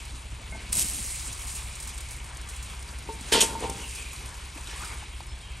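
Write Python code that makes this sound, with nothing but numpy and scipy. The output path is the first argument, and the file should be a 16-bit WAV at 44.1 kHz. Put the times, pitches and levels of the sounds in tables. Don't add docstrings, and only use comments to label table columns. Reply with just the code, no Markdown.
import sys
import numpy as np
from scipy import signal
from scipy.fft import rfft, irfft, next_fast_len
from scipy.io import wavfile

SR = 44100
rng = np.random.default_rng(int(sys.argv[2]) if len(sys.argv) > 2 else 0)


def wav_record(signal):
    frames = np.transpose(np.atleast_2d(signal))
    bounded = np.clip(frames, -1, 1)
    quanta = np.round(bounded * 32767).astype(np.int16)
    wavfile.write(sys.argv[1], SR, quanta)


def voltage_ratio(level):
    return 10 ** (np.asarray(level, float) / 20)


N = 246959
SIZE = next_fast_len(N + SR // 4)
HZ = np.maximum(np.arange(SIZE // 2 + 1) * SR / SIZE, 1)

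# (place [strokes], level [dB])
PUFFS = [
    (0.597, 2.5),
    (1.601, 4),
    (2.15, -4.5),
    (2.6, -4.5),
]
# (time [s], firing rate [strokes/s])
ENGINE_SPEED = [(0, 15.74), (1.2, 15.79), (3.4, 16.25), (4.2, 16.55), (5.0, 16.64), (5.6, 16.64)]
# (frequency [Hz], width [Hz], level [dB])
EXHAUST_PIPE = [(50.1, 30, -3), (61.5, 17.3, -1), (91.8, 9.6, -12.5), (127.4, 8, -21), (31.93, 2.8, -11)]
# (frequency [Hz], level [dB per Hz])
ROAR = [(25, -17), (35, -8), (60, -2.5), (85, -6), (130, -5.5), (160, -16), (300, -26.5), (500, -28.5)]
FIRST_STROKE, ENGINE_DB, ROAR_DB = -.185, -42, -49

# (time [s], level [dB])
BOIL = [(0.0, -50), (0.34, -54.5), (0.61, -52.5), (1.06, -39), (1.43, -44.5), (2.0, -49.5), (2.46, -54),
        (2.68, -49.5), (2.95, -53.5), (3.23, -51), (3.37, -37), (3.52, -46.5), (3.98, -46), (4.5, -52),
        (4.86, -46.5), (5.1, -54.5), (5.44, -57.5), (5.6, -53)]
# (frequency [Hz], level [dB per Hz])
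HISS = [(2500, -31.5), (4000, -11), (6500, -5.5), (7500, -3), (8200, -3.5), (9000, -0.5), (10300, 1),
        (11000, -6), (12000, -16), (14000, -29), (15800, -19)]
# (frequency [Hz], level [dB per Hz])
SIMMER = [(1200, -31), (1900, -7), (2250, 0), (2550, -2), (2900, -3.5), (3300, -4.5), (4500, -8),
          (6000, -16)]
# (frequency [Hz], level [dB per Hz])
STEAM = [(600, -40), (1800, -18), (2600, -7.5), (3500, -8.5), (4500, -7), (6000, -4), (7500, -0.5),
         (9000, 2), (10300, 6), (11000, -1), (13000, -15), (14000, -23), (15900, -19)]
# (frequency [Hz], level [dB per Hz])
THUMP = [(110, 3), (200, -1), (330, -5.5), (480, -11), (700, -10)]
# (frequency [Hz], level [dB per Hz])
SLOSH = [(350, -5), (600, -9), (950, 1.5), (1300, -2), (1700, -2.5), (2300, -11.5)]
# (time [s], length [s], syrup level [dB], fruit level [dB])
TUMBLES = [
    (.05, .5, -85, -51.5),
    (.55, 0.097, -67, -47.5),
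    (.78, 0.091, -47.5, -40.5),
    (1.0, 0.1, -74, -51),
    (1.43, 0.18, -55, -57),
    (2.4, 1, -52.5, -76),
    (2.88, 0.07, -52.5, -64),
    (3.1, 0.14, -57, -47.5),
]
# (time [s], length [s], syrup level [dB], fruit level [dB], blade level [dB])
STIRS = [(3.387, 0.091, -40, -50, -56), (3.534, 0.11, -62, -44.5, -49), (3.642, 0.044, -47, -42.5, -43.5),
         (3.789, 0.072, -51, -47.5, -47), (3.985, 0.064, -76, -54, -47), (4.29, 0.14, -51, -62, -52),
         (4.58, 0.025, -48, -56.5, -51), (4.703, 0.045, -67, -71, -46), (4.741, 0.065, -49.5, -64, -52),
         (4.832, .05, -45, -73, -51), (4.917, 0.064, -47, -57, -57), (5.034, 0.047, -52, -60, -73)]
MEAN_BOIL_DB = -50
SIMMER_DB, SIMMER_FOLLOWS = -49.5, 0.32
SLOSH_DB, SLOSH_FOLLOWS = -52.5, 0.21
THUMP_DB, THUMP_FOLLOWS = -55.5, 0.035
SWELL_DB = 8.5
FOAM_UNDER_DB, BODY_OVER_DB, BARED_UNDER_DB = -1.5, 7, -5
SPLASH_S, BURST_DB, SWELL_AFTER_S = .724, -25.5, 0.065
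STEAM_DB, STEAM_DB_PER_S, LINGER_DB, LINGER_DB_PER_S = -24.5, 85, -36.5, 45
SLOSH_LEFT_DB = 4

# (time [s], peak [dB], t60 [s])
SPITS = [(0.0508, -30, 0.057), (0.722, -20, 0.036), (0.728, -3.5, 0.022), (1.057, -35, 0.032),
         (1.296, -36, .04), (1.326, -23, 0.056), (1.609, -39, 0.027), (1.683, -43, 0.026),
         (2.163, -31, .04), (2.241, -29, 0.043), (2.347, -30, .03), (2.412, -28, 0.043), (2.815, -37, .03),
         (3.126, -30, 0.048), (4.448, -34, 0.036), (4.518, -49, 0.032), (4.71, -39, 0.037),
         (5.226, -35, .04), (5.266, -31.5, 0.047), (5.516, -33, .04), (1.4167, -22, 0.045),
         (1.47, -26.5, 0.72), (1.552, -27, 0.16), (1.753, -27, 0.05), (1.8, -25, 0.079),
         (1.824, -27.5, 0.16), (1.872, -26, 0.074), (1.8894, -27, 0.081), (1.977, -24.5, 0.061),
         (2.0046, -24, 0.05), (2.0857, -26.5, 0.05), (2.108, -27, 0.17), (2.369, -25.5, 0.04),
         (2.486, -29, 0.19), (2.56, -26.5, 0.055), (2.625, -26.5, 0.09), (2.6978, -31, 0.05),
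         (2.825, -24.5, 0.025), (2.8844, -31.5, 0.055), (2.9851, -29, 0.05), (3.208, -27, 0.047),
         (3.697, -12, 0.023), (3.949, -25.5, 0.16), (4.131, -30, 0.05), (4.258, -26.5, 0.049),
         (4.574, -26.5, 0.042), (4.6708, -28, 0.059), (4.845, -28.5, 0.13)]
SMALL_SPITS, SMALL_SPIT_DB, SMALL_SPIT_T60_S = 3, -36, 0.06
# (frequency [Hz], level [dB], t60 [s])
SNAP = [(3600, -10, 0.006), (7850, -14, .004), (9100, -2, 0.0071), (11300, -10, 0.0045)]
# (time [s], peak [dB], hardness [dB per octave])
SNAPS = [
    (.7235, -24, 1),
    (.7283, -12, 1.5),
    (.73, -13, -0.5),
    (.7307, -16, -1),
    (.7837, -27, -5),
    (3.6975, -23, 0.5),
    (.5232, -33, -1),
    (1.8734, -31, 3),
]

# (frequency [Hz], level [dB], t60 [s])
RIM = [(655, -4, 0.06), (866, -3, 0.06), (1540, -4.5, 0.46), (2148, 6, 0.31), (2772, -6, .05)]
# (time [s], peak [dB], hardness [dB per octave])
RIM_TAPS = [
    (0.5232, -33, -0.6),
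    (.55, -46, -7),
    (0.7627, -36, -2),
]

# (time [s], peak [dB], pitch [Hz], t60 [s])
RINGS = [(0.5445, -37, 664, 0.053), (0.546, -37, 870, 0.059), (3.088, -32, 904, 0.26),
         (3.089, -35, 441, 0.066), (3.091, -33, 280, 0.054), (3.089, -41, 600, .04),
         (3.092, -40, 1090, .06), (3.447, -30, 380, .03), (3.53, -39, 900, .15), (3.553, -37, 900, .1),
         (3.6205, -30, 770, .07), (0.985, -35, 320, .06), (5.22, -41, 330, .06), (4.6, -41, 200, .07),
         (0.5228, -37, 850, .015), (3.412, -20, 4500, .02), (3.638, -32, 950, .08), (3.64, -27, 430, .08),
         (3.693, -36, 900, .12), (3.4055, -18, 9400, .012), (3.4063, -16, 8020, .02),
         (3.4128, -15, 8300, .025), (3.421, -15, 8700, .025), (3.416, -22, 6800, .02),
         (3.43, -22, 7300, .02), (3.4062, -18, 11400, .008), (3.4065, -20, 5600, .015),
         (3.413, -20, 11000, .01), (3.424, -21, 5800, .02), (3.6284, -31, 3500, .015),
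         (3.64, -31, 2710, .02), (3.625, -33, 310, .04), (3.629, -36, 940, .05), (4.1324, -33, 11600, .006),
         (4.1326, -40, 14200, .005), (4.2587, -38, 11600, .006), (4.2, -39, 11500, .006),
         (4.8019, -39, 11500, .008), (5.206, -42, 12500, .004), (2.108, -36, 12500, .005),
         (1.8734, -38, 13500, .004), (4.575, -35, 2560, .03), (4.634, -38, 2610, .03),
         (4.71, -37, 1740, .03), (4.715, -42, 5800, .02), (4.85, -41, 5400, .03), (4.855, -40, 4800, .04),
         (4.82, -36, 1005, .04), (4.4, -39, 1280, .03), (5.296, -45, 5170, .03), (3.329, -19, 5000, .015),
         (2.7, -38, 3300, .03), (2.888, -37, 4700, 0.032)]
RING_RISE_CYCLES = 4.4
# (time [s], peak [dB], pitch [Hz], t60 [s])
PLOPS = [(0.552, -41, 312, 0.029), (0.699, -28, 205, 0.024), (0.761, -47, 249, 0.037),
         (0.844, -28.5, 200, 0.034), (0.988, -32, 201, 0.049), (3.211, -30.5, 232, 0.036),
         (3.251, -41, 236, 0.04), (4.56, -35, 300, 0.044), (4.805, -44, 1226, 0.092),
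         (4.869, -40, 1250, 0.033), (4.892, -44, 1190, 0.044), (5.026, -40, 862, 0.074),
         (5.205, -27, 930, 0.013), (4.672, -37, 3970, 0.033), (4.712, -47, 4150, .025),
         (4.759, -38.5, 1090, .04), (4.823, -40, 1166, .06), (4.836, -38, 1500, 0.056),
         (4.894, -41, 2240, .025), (4.997, -46, 3250, .03), (5.015, -43, 2980, .035),
         (5.06, -49, 2650, .035), (5.146, -48, 3200, .03), (5.207, -45, 4800, .02),
         (5.406, -46, 3800, 0.033)]

# (frequency [Hz], level [dB], t60 [s])
BOWL = [(440, -7, 0.22), (810, -12, 0.058), (911, -0.6, 0.2), (946, -11, 0.087), (986, -7, 0.09),
        (1064, -14, 0.18), (1402, -8, 0.1), (1846, -15, 0.13), (2000, -26, 0.059)]
# (frequency [Hz], level [dB], t60 [s])
BLADE = [(271, -7.5, 0.061), (357, -13, 0.045), (430, 3.5, 0.05), (479, -3, 0.054), (634, -9, 0.06)]
# (frequency [Hz], level [dB], t60 [s])
EDGE = [(2590, -18, .04), (2760, -15, 0.034), (2975, -6, 0.034), (3130, 1.5, 0.039), (3490, -1, 0.034),
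        (3550, -1, 0.024)]
# (frequency [Hz], level [dB], t60 [s])
BELLY = [(790, -4, 0.5)]
# (time [s], peak [dB], hardness [dB per octave])
KNOCKS = [(3.091, -33.5, -5), (3.325, -22, -4), (3.334, -28, 7), (3.347, -27, 12.5), (3.361, -33, 12),
          (3.377, -38, 0), (3.425, -27, 0.5), (3.437, -33, 1), (3.46, -50, 3), (3.489, -39, 2),
          (3.501, -38, 6), (3.53, -43, -1), (3.552, -33.5, -0.4), (3.624, -43, -3), (3.638, -32, 5),
          (3.649, -34, -1), (3.66, -36, -4), (3.696, -31.5, 2), (3.719, -42, 3), (3.779, -46, -7)]
# (time [s], peak [dB], hardness [dB per octave])
THUDS = [(3.088, -36.5, -5), (3.3225, -18, 4), (3.338, -22, 4), (3.347, -32, 3), (3.3535, -17, 2),
         (3.372, -30, 12), (3.3785, -17.5, 1.5), (3.394, -28, -5), (3.408, -36, 2), (3.426, -19, 10),
         (3.431, -24, -3), (3.446, -27, 3), (3.511, -37, 1), (3.523, -38, 6), (3.539, -35, 1),
         (3.556, -41, 6), (3.586, -39, 3), (3.607, -40, 4), (3.625, -34, -9), (3.643, -28, -1),
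         (3.655, -34, 1), (3.695, -30, 3), (3.713, -36.5, -9), (3.753, -47, 4), (3.799, -40, 4)]
# (time [s], peak [dB], hardness [dB per octave])
CLINKS = [
    (3.3285, -12, -1.3),
    (3.338, -23, -.4),
    (3.35, -22, 0.26),
    (3.36, -20, .1),
    (3.368, -25, .4),
    (3.4072, -13, -0.048),
    (3.411, -16.5, .1),
    (3.4145, -15.5, .1),
]
# (time [s], peak [dB], hardness [dB per octave])
BELLY_TAP = [
    (3.645, -34, .1),
]
# (time [s], held [s], body [dB], rasp [dB], sizzle [dB])
JABS = [
    (3.315, 0.056, -30.5, -20, -22.5),
    (3.386, 0.012, -51, -38, -46),
    (3.4045, 0.017, -36, -32.5, -18.5),
]
# (frequency [Hz], level [dB per Hz])
RASP = [(900, -32), (1400, -3.5), (2200, 0), (3100, 4.5), (3900, -1), (4800, -1.5), (5500, -3.5)]
# (frequency [Hz], level [dB per Hz])
BARED = [(2500, -11), (5000, -7.5), (6500, -2), (8300, -0.5), (10300, 0.5), (11500, -7.5), (12600, -31)]
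BITE = 0.17
RASP_SAG_DB_PER_S, LIFT_DB_PER_S, SIZZLE_HELD_S, SIZZLE_DB_PER_S = 114, 302, 0.01, 311

# (time [s], length [s], start [Hz], end [Hz], level [dB])
WHEEZES = [
    (3.779, .13, 2960, 2735, -47.5),
    (3.881, 0.34, 2590, 2363, -47.5),
    (4.663, 0.1, 5660, 5400, -54),
    (4.8, 0.06, 1150, 1350, -47),
    (4.705, 0.094, 1900, 1746, -49.5),
    (4.899, 0.073, 1144, 938, -53),
    (4.982, 0.11, 3040, 2387, -52.5),
    (5.424, 0.16, 3196, 2380, -56),
]
WHEEZE_WIDTH = .07
# (time [s], length [s], start [Hz], end [Hz], level [dB])
CHIRPS = [(5.255, .1, 5130, 5330, -54), (5.41, .06, 3780, 3760, -53), (4.95, .11, 3720, 3700, -54),
          (5.09, .11, 3260, 3230, -55), (5.412, .06, 3200, 3170, -50), (5.45, .14, 3190, 3160, -53),
          (5.45, .06, 2900, 2850, -55), (5.51, .06, 2600, 2550, -55), (5.3, .1, 3330, 3400, -57),
          (4.84, .09, 4880, 4800, -53)]

# (frequency [Hz], right channel lead [turns], scattered sound [dB])
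PORTS = [(60, .014, -32), (150, .05, -22), (260, .035, -30), (440, .03, -30), (750, .09, -13),
         (1400, .04, -12), (2300, 0, -20), (3300, -.09, -13), (5000, -.03, -14), (6800, 0, -17),
         (7800, -.03, -16), (8500, 0, -22), (9300, 0, -11), (12000, 0, -20)]
SLIP_FROM_HZ, HZ_PER_TURN = 8600, 3300
PEAK, CUTOFF_HZ = .62, 16300
QUIET_DB, UNDER_FRAME_DB, UNDER_OTHER_DB, GATE_FROM_HZ = -88.5, -23, -14, 2050


def rms_one(x):
    return x / np.sqrt(np.mean(x ** 2) + 1e-20)


def in_time(rows):
    s, *columns = np.transpose(rows)
    return [np.interp(np.arange(N) / SR, s, c) for c in columns]


def on_hz(rows):
    hz, *columns = np.transpose(rows)
    return [np.interp(np.log(HZ), np.log(hz), c) for c in columns]


def coloured(x, spectrum):
    octaves_below = np.maximum(np.log2(spectrum[0][0] / HZ), 0)
    octaves_above = np.maximum(np.log2(HZ / spectrum[-1][0]), 0)
    gain = voltage_ratio(on_hz(spectrum)[0] - 19 * (octaves_below + octaves_above))
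    return rms_one(irfft(rfft(x, SIZE) * gain, SIZE)[:N])


def bandpass(x, low_hz, high_hz):
    return signal.sosfilt(signal.butter(2, [low_hz, high_hz], "band", fs=SR, output="sos"), x)


def drift(rate):
    r = np.exp(-80 * np.pi * rate / SR)
    slow = signal.lfilter([1], [1, -2 * r, r * r], rng.standard_normal(N // 40 + 2002))[2000:]
    return np.interp(np.arange(N) / 40, np.arange(len(slow)), rms_one(slow))


def ring(clicks, hz, t60):
    r, w = voltage_ratio(-60 / (t60 * SR)), 2 * np.pi * hz / SR
    return signal.lfilter([0, np.sin(w)], [1, -2 * r * np.cos(w), r * r], clicks + 1e-18)


def grains(per_s, spread_db):
    sizes = voltage_ratio(spread_db * np.minimum(rng.exponential(1, N), 5)) * rng.choice([-1, 1], N)
    return rms_one(sizes * (rng.random(N) < per_s / SR))


def bubbling(spectrum, per_s, spread_db, patchy_db, shared_db):
    octaves = np.log2(spectrum[-1][0] / spectrum[0][0])
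    edges = spectrum[0][0] * .7 * 2 ** np.arange(0, octaves + 1.2, .5)
    edges = np.minimum(edges, .47 * SR)
    clicks = [grains(per_s, spread_db), grains(per_s, spread_db)]
    out = 0
    for k, (low, high) in enumerate(zip(edges, edges[1:])):
        if high > low:
            out = out + voltage_ratio(patchy_db * drift(18.7)) * bandpass(clicks[k % 2], low, high)
    return coloured(out, spectrum) * voltage_ratio(shared_db * (drift(11.5) + 0.074 * drift(24)))


def struck(hits, modes, scatter_db, below_db):
    rows, out = np.array(hits), np.zeros(N)
    chance = rng.standard_normal((len(rows), len(modes)))
    for k, (hz, level_db, t60) in enumerate(modes):
        clicks = np.zeros(N)
        level_db = level_db - below_db + rows[:, 2] * np.log2(hz / 600) + scatter_db * chance[:, k]
        clicks[(rows[:, 0] * SR).astype(int)] = voltage_ratio(rows[:, 1] + level_db)
        out += ring(clicks, hz, t60)
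    return out


def swell(s, attack, hold, peak_db, fall_db_per_s, sag_db_per_s=0):
    t = np.arange(N) / SR - s
    lost_db = sag_db_per_s * np.clip(t - attack, 0, hold) + fall_db_per_s * np.maximum(t - attack - hold, 0)
    return np.clip(t / attack, 0, 1) ** 2 * voltage_ratio(peak_db - lost_db)


def heaves(rows, column, over_db=0):
    t = np.arange(0, N + 64, 64) / SR
    power = sum(voltage_ratio(row[column] + over_db - SWELL_DB * np.abs(t - row[0]) / row[1]) ** 2 for row in rows)
    return np.interp(np.arange(N) / SR, t, np.sqrt(power))


def stirred_up(steady_db, follows, column, over_db=0):
    steady = voltage_ratio(steady_db + follows * (in_time(BOIL)[0] - MEAN_BOIL_DB))
    return 20 * np.log10(np.hypot(steady, heaves(TUMBLES + STIRS, column, over_db)))


def engine():
    strokes = FIRST_STROKE + np.cumsum(in_time(ENGINE_SPEED)[0]) / SR
    puffs = np.zeros(N)
    for place, level_db in PUFFS:
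        at = np.flatnonzero(np.diff(np.floor((strokes - place) / 3)) > 0)
        puffs[at] = voltage_ratio(level_db + 0.79 * rng.standard_normal(40)[:len(at)])
    puffs[0] = voltage_ratio(1.0)
    throb = 0
    for hz, width, level_db in EXHAUST_PIPE:
        t60 = np.log(1000) / (np.pi * width)
        throb = throb - voltage_ratio(level_db) * rms_one(ring(ring(puffs, hz, t60), hz, t60))
    return voltage_ratio(ENGINE_DB) * throb + voltage_ratio(ROAR_DB) * coloured(rng.standard_normal(N), ROAR)


def syrup():
    hiss_db = in_time(BOIL)[0]
    hiss = voltage_ratio(hiss_db + 4.0) * bubbling(HISS, per_s=4500, spread_db=3.0, patchy_db=1.55, shared_db=1.0)
    top = signal.sosfiltfilt(signal.butter(2, 10500, "high", fs=SR, output="sos"), hiss)
    hiss = hiss + (voltage_ratio(0.32 * np.minimum(hiss_db + 39.5, 0)) - 1) * top

    simmer_db = stirred_up(SIMMER_DB, SIMMER_FOLLOWS, column=2, over_db=FOAM_UNDER_DB)
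    foam = bubbling(SIMMER, per_s=5000, spread_db=1.5, patchy_db=1.5, shared_db=0.77)
    simmer = voltage_ratio(simmer_db + 0.75) * foam

    burst = swell(SPLASH_S, 0.003, 0, BURST_DB, 180)
    billow = swell(SPLASH_S, SWELL_AFTER_S, 0, STEAM_DB, STEAM_DB_PER_S)
    linger = swell(SPLASH_S, SWELL_AFTER_S, 0, LINGER_DB, LINGER_DB_PER_S)
    splash = np.hypot(burst + billow, linger) * coloured(grains(5000, spread_db=4.2), STEAM)

    thump_db = stirred_up(THUMP_DB, THUMP_FOLLOWS, column=3)
    thump = voltage_ratio(thump_db - 1.5) * bubbling(THUMP, per_s=600, spread_db=2.0, patchy_db=3.0, shared_db=1.8)
    return hiss + simmer + splash + thump


def slosh():
    wash = bubbling(SLOSH, per_s=2500, spread_db=2.0, patchy_db=1.0, shared_db=0.88)
    born, dealt = grains(260, spread_db=3.5), rng.integers(0, 14, N)
    bubbles = sum(ring(born * (dealt == k), hz, 8.8 / hz) for k, hz in enumerate(np.geomspace(700, 1800, 14)))
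    slosh_db = stirred_up(SLOSH_DB, SLOSH_FOLLOWS, column=2)
    stirred = voltage_ratio(1.04 * (slosh_db + 49.0) - 10.5)
    return voltage_ratio(slosh_db - 1.5) * (wash + stirred * rms_one(bubbles))


def spits():
    level = np.zeros(N)
    chance = rng.random((SMALL_SPITS, 2))
    small = [(s * N / SR, SMALL_SPIT_DB + 8 * (d - .5), SMALL_SPIT_T60_S) for s, d in chance]
    for s, peak_db, t60 in SPITS + small:
        i, t = int(s * SR), np.arange(int(t60 * SR)) / SR
        fizz = voltage_ratio(peak_db - 9.5 - 60 * t / t60) * np.minimum(t / 0.0021, 1)
        level[i:i + len(t)] += fizz[:N - i]
    spray = coloured(grains(6000, spread_db=1.0), HISS)
    spray = spray + 0.071 * coloured(grains(6600, spread_db=6.5), SIMMER)
    return level * spray + struck(SNAPS, SNAP, scatter_db=0.0, below_db=7.5)


def rim_taps():
    return struck(RIM_TAPS, RIM, scatter_db=1.0, below_db=9.0)


def rings():
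    out = np.zeros(N)
    for s, peak_db, hz, t60 in RINGS:
        i, t = int(s * SR), np.arange(int(t60 * SR)) / SR
        level = voltage_ratio(peak_db - 60 * t / t60) * np.minimum(t * hz / RING_RISE_CYCLES, 1)
        out[i:i + len(t)] += level * np.sin(2 * np.pi * hz * t)
    return out


def plops():
    out, snaps = np.zeros(N), np.zeros(N)
    for s, peak_db, hz, t60 in PLOPS:
        i, t = int(s * SR), np.arange(int(t60 * SR)) / SR
        tone = np.sin(2 * np.pi * hz * t * (0.93 + 5.4 * t)) * np.minimum(t * hz, 1)
        out[i:i + len(t)] += voltage_ratio(peak_db + 2.0 - 60 * t / t60) * tone
        snaps[i] = voltage_ratio(peak_db + 7.0)
    return out + bandpass(snaps, 500, 6000)


def spatula_blows():
    blows = struck(KNOCKS, BOWL, scatter_db=5.0, below_db=7.0)
    blows = blows + struck(THUDS, BLADE, scatter_db=2.0, below_db=4.5)
    blows = blows + struck(BELLY_TAP, BELLY, scatter_db=0.0, below_db=-1.0)
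    soft = bandpass(blows, 170, 1600)
    return soft + struck(CLINKS, EDGE, scatter_db=5.0, below_db=11.5)


def spatula_drag():
    shake = heaves(STIRS, column=3, over_db=BODY_OVER_DB)
    rub = heaves(STIRS, column=4)
    bared = heaves(STIRS, column=4, over_db=BARED_UNDER_DB)
    for s, held, body_db, rasp_db, sizzle_db in JABS:
        shake = shake + swell(s, BITE * held, held, body_db, 600)
        rub = rub + swell(s, BITE * held, held, rasp_db, LIFT_DB_PER_S, RASP_SAG_DB_PER_S)
        bared = bared + swell(s, BITE * held, SIZZLE_HELD_S, sizzle_db, SIZZLE_DB_PER_S)
    slips = shake * grains(1500, spread_db=2.5)
    body = sum(voltage_ratio(level_db) * ring(slips, hz, 0.13 * t60) for hz, level_db, t60 in BOWL + BLADE)
    drag = rms_one(body) * np.sqrt(np.mean(slips ** 2)) * voltage_ratio(-3.5)
    rasp = rub * bubbling(RASP, per_s=2500, spread_db=1.5, patchy_db=1.5, shared_db=0.0)
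    sizzle = bared * bubbling(BARED, per_s=7900, spread_db=3.0, patchy_db=-0.4, shared_db=1.1)
    return drag + rasp + sizzle


def wheezes():
    out = np.zeros(N)
    for s, length, start_hz, end_hz, level_db in WHEEZES:
        i, t = int(s * SR), np.arange(int(length * SR)) / SR
        r = np.exp(-2 * np.pi * WHEEZE_WIDTH * start_hz / SR)
        a, b = signal.lfilter([1], [1, -2 * r, r * r], rng.standard_normal((2, SR)))[:, :len(t)]
        phase = 2 * np.pi * np.cumsum(np.geomspace(start_hz, end_hz, len(t))) / SR
        band = rms_one(a * np.cos(phase) + b * np.sin(phase)) * np.sqrt(np.sin(np.pi * t / length))
        out[i:i + len(t)] += voltage_ratio(level_db) * band[:N - i]
    return out


def birds():
    out, waver = np.zeros(N), drift(56)
    for s, length, start_hz, end_hz, level_db in CHIRPS:
        i, t = int(s * SR), np.arange(int(length * SR)) / SR
        hz = np.linspace(start_hz, end_hz, len(t)) * (1 + .007 * waver[i:i + len(t)])
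        whistle = np.sin(2 * np.pi * np.cumsum(hz) / SR)
        out[i:i + len(t)] += voltage_ratio(level_db) * np.sin(np.pi * t / length) * whistle
    return out


def ports(x):
    turns, scattered_db = on_hz(PORTS)
    smear = rng.standard_normal(SR // 40) * voltage_ratio(-np.linspace(0, 40, SR // 40))
    direct = rfft(x, SIZE)
    scattered = irfft(direct * rfft(smear / np.linalg.norm(smear), SIZE) * voltage_ratio(scattered_db), SIZE)[:N]
    lead = np.exp(1j * np.pi * (turns + np.maximum(HZ - SLIP_FROM_HZ, 0) / HZ_PER_TURN))
    pair = irfft([direct / lead, direct * lead], SIZE)[:, :N]
    return pair + [[1], [-1]] * scattered * voltage_ratio(2.2 * drift(7) - 2.0)


def scene():
    wok = syrup() + spits() + rim_taps() + rings() + plops() + spatula_blows() + spatula_drag() + wheezes()
    lean_left = voltage_ratio(SLOSH_LEFT_DB * np.array([[.5], [-.5]]))
    return ports(engine() + wok + birds()) + ports(slosh()) * lean_left


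def drop_quiet(x):
    hz, _, z = signal.stft(np.array([x[0] + x[1], x[0] - x[1]]) / 2, SR, nperseg=1024)
    bands = np.abs(z[:, :512].reshape(2, 64, 8, -1)) ** 2
    power = np.repeat(np.mean(bands, axis=2), 8, axis=1)
    floor = np.maximum(voltage_ratio(2 * QUIET_DB), voltage_ratio(2 * UNDER_FRAME_DB) * power[0].mean(axis=0))
    kept = (power > floor) & (power > voltage_ratio(2 * UNDER_OTHER_DB) * power[::-1])
    z[:, :512] *= kept | (hz[:512, None] < GATE_FROM_HZ)
    mid, side = signal.istft(z, SR, nperseg=1024)[1][:, :N]
    return np.array([mid + side, mid - side])


def band_limit(x):
    return signal.sosfilt(signal.butter(12, 16950, fs=SR, output="sos"), x)


def record(dry):
    rounded = PEAK * np.tanh(dry / PEAK)
    x = signal.sosfilt(signal.butter(6, 27, "high", fs=SR, output="sos"), rounded)
    x = signal.sosfilt(signal.cheby2(18, 70, CUTOFF_HZ, fs=SR, output="sos"), x)
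    return band_limit(drop_quiet(x))


dry = scene()
out = record(dry)
wav_record(out)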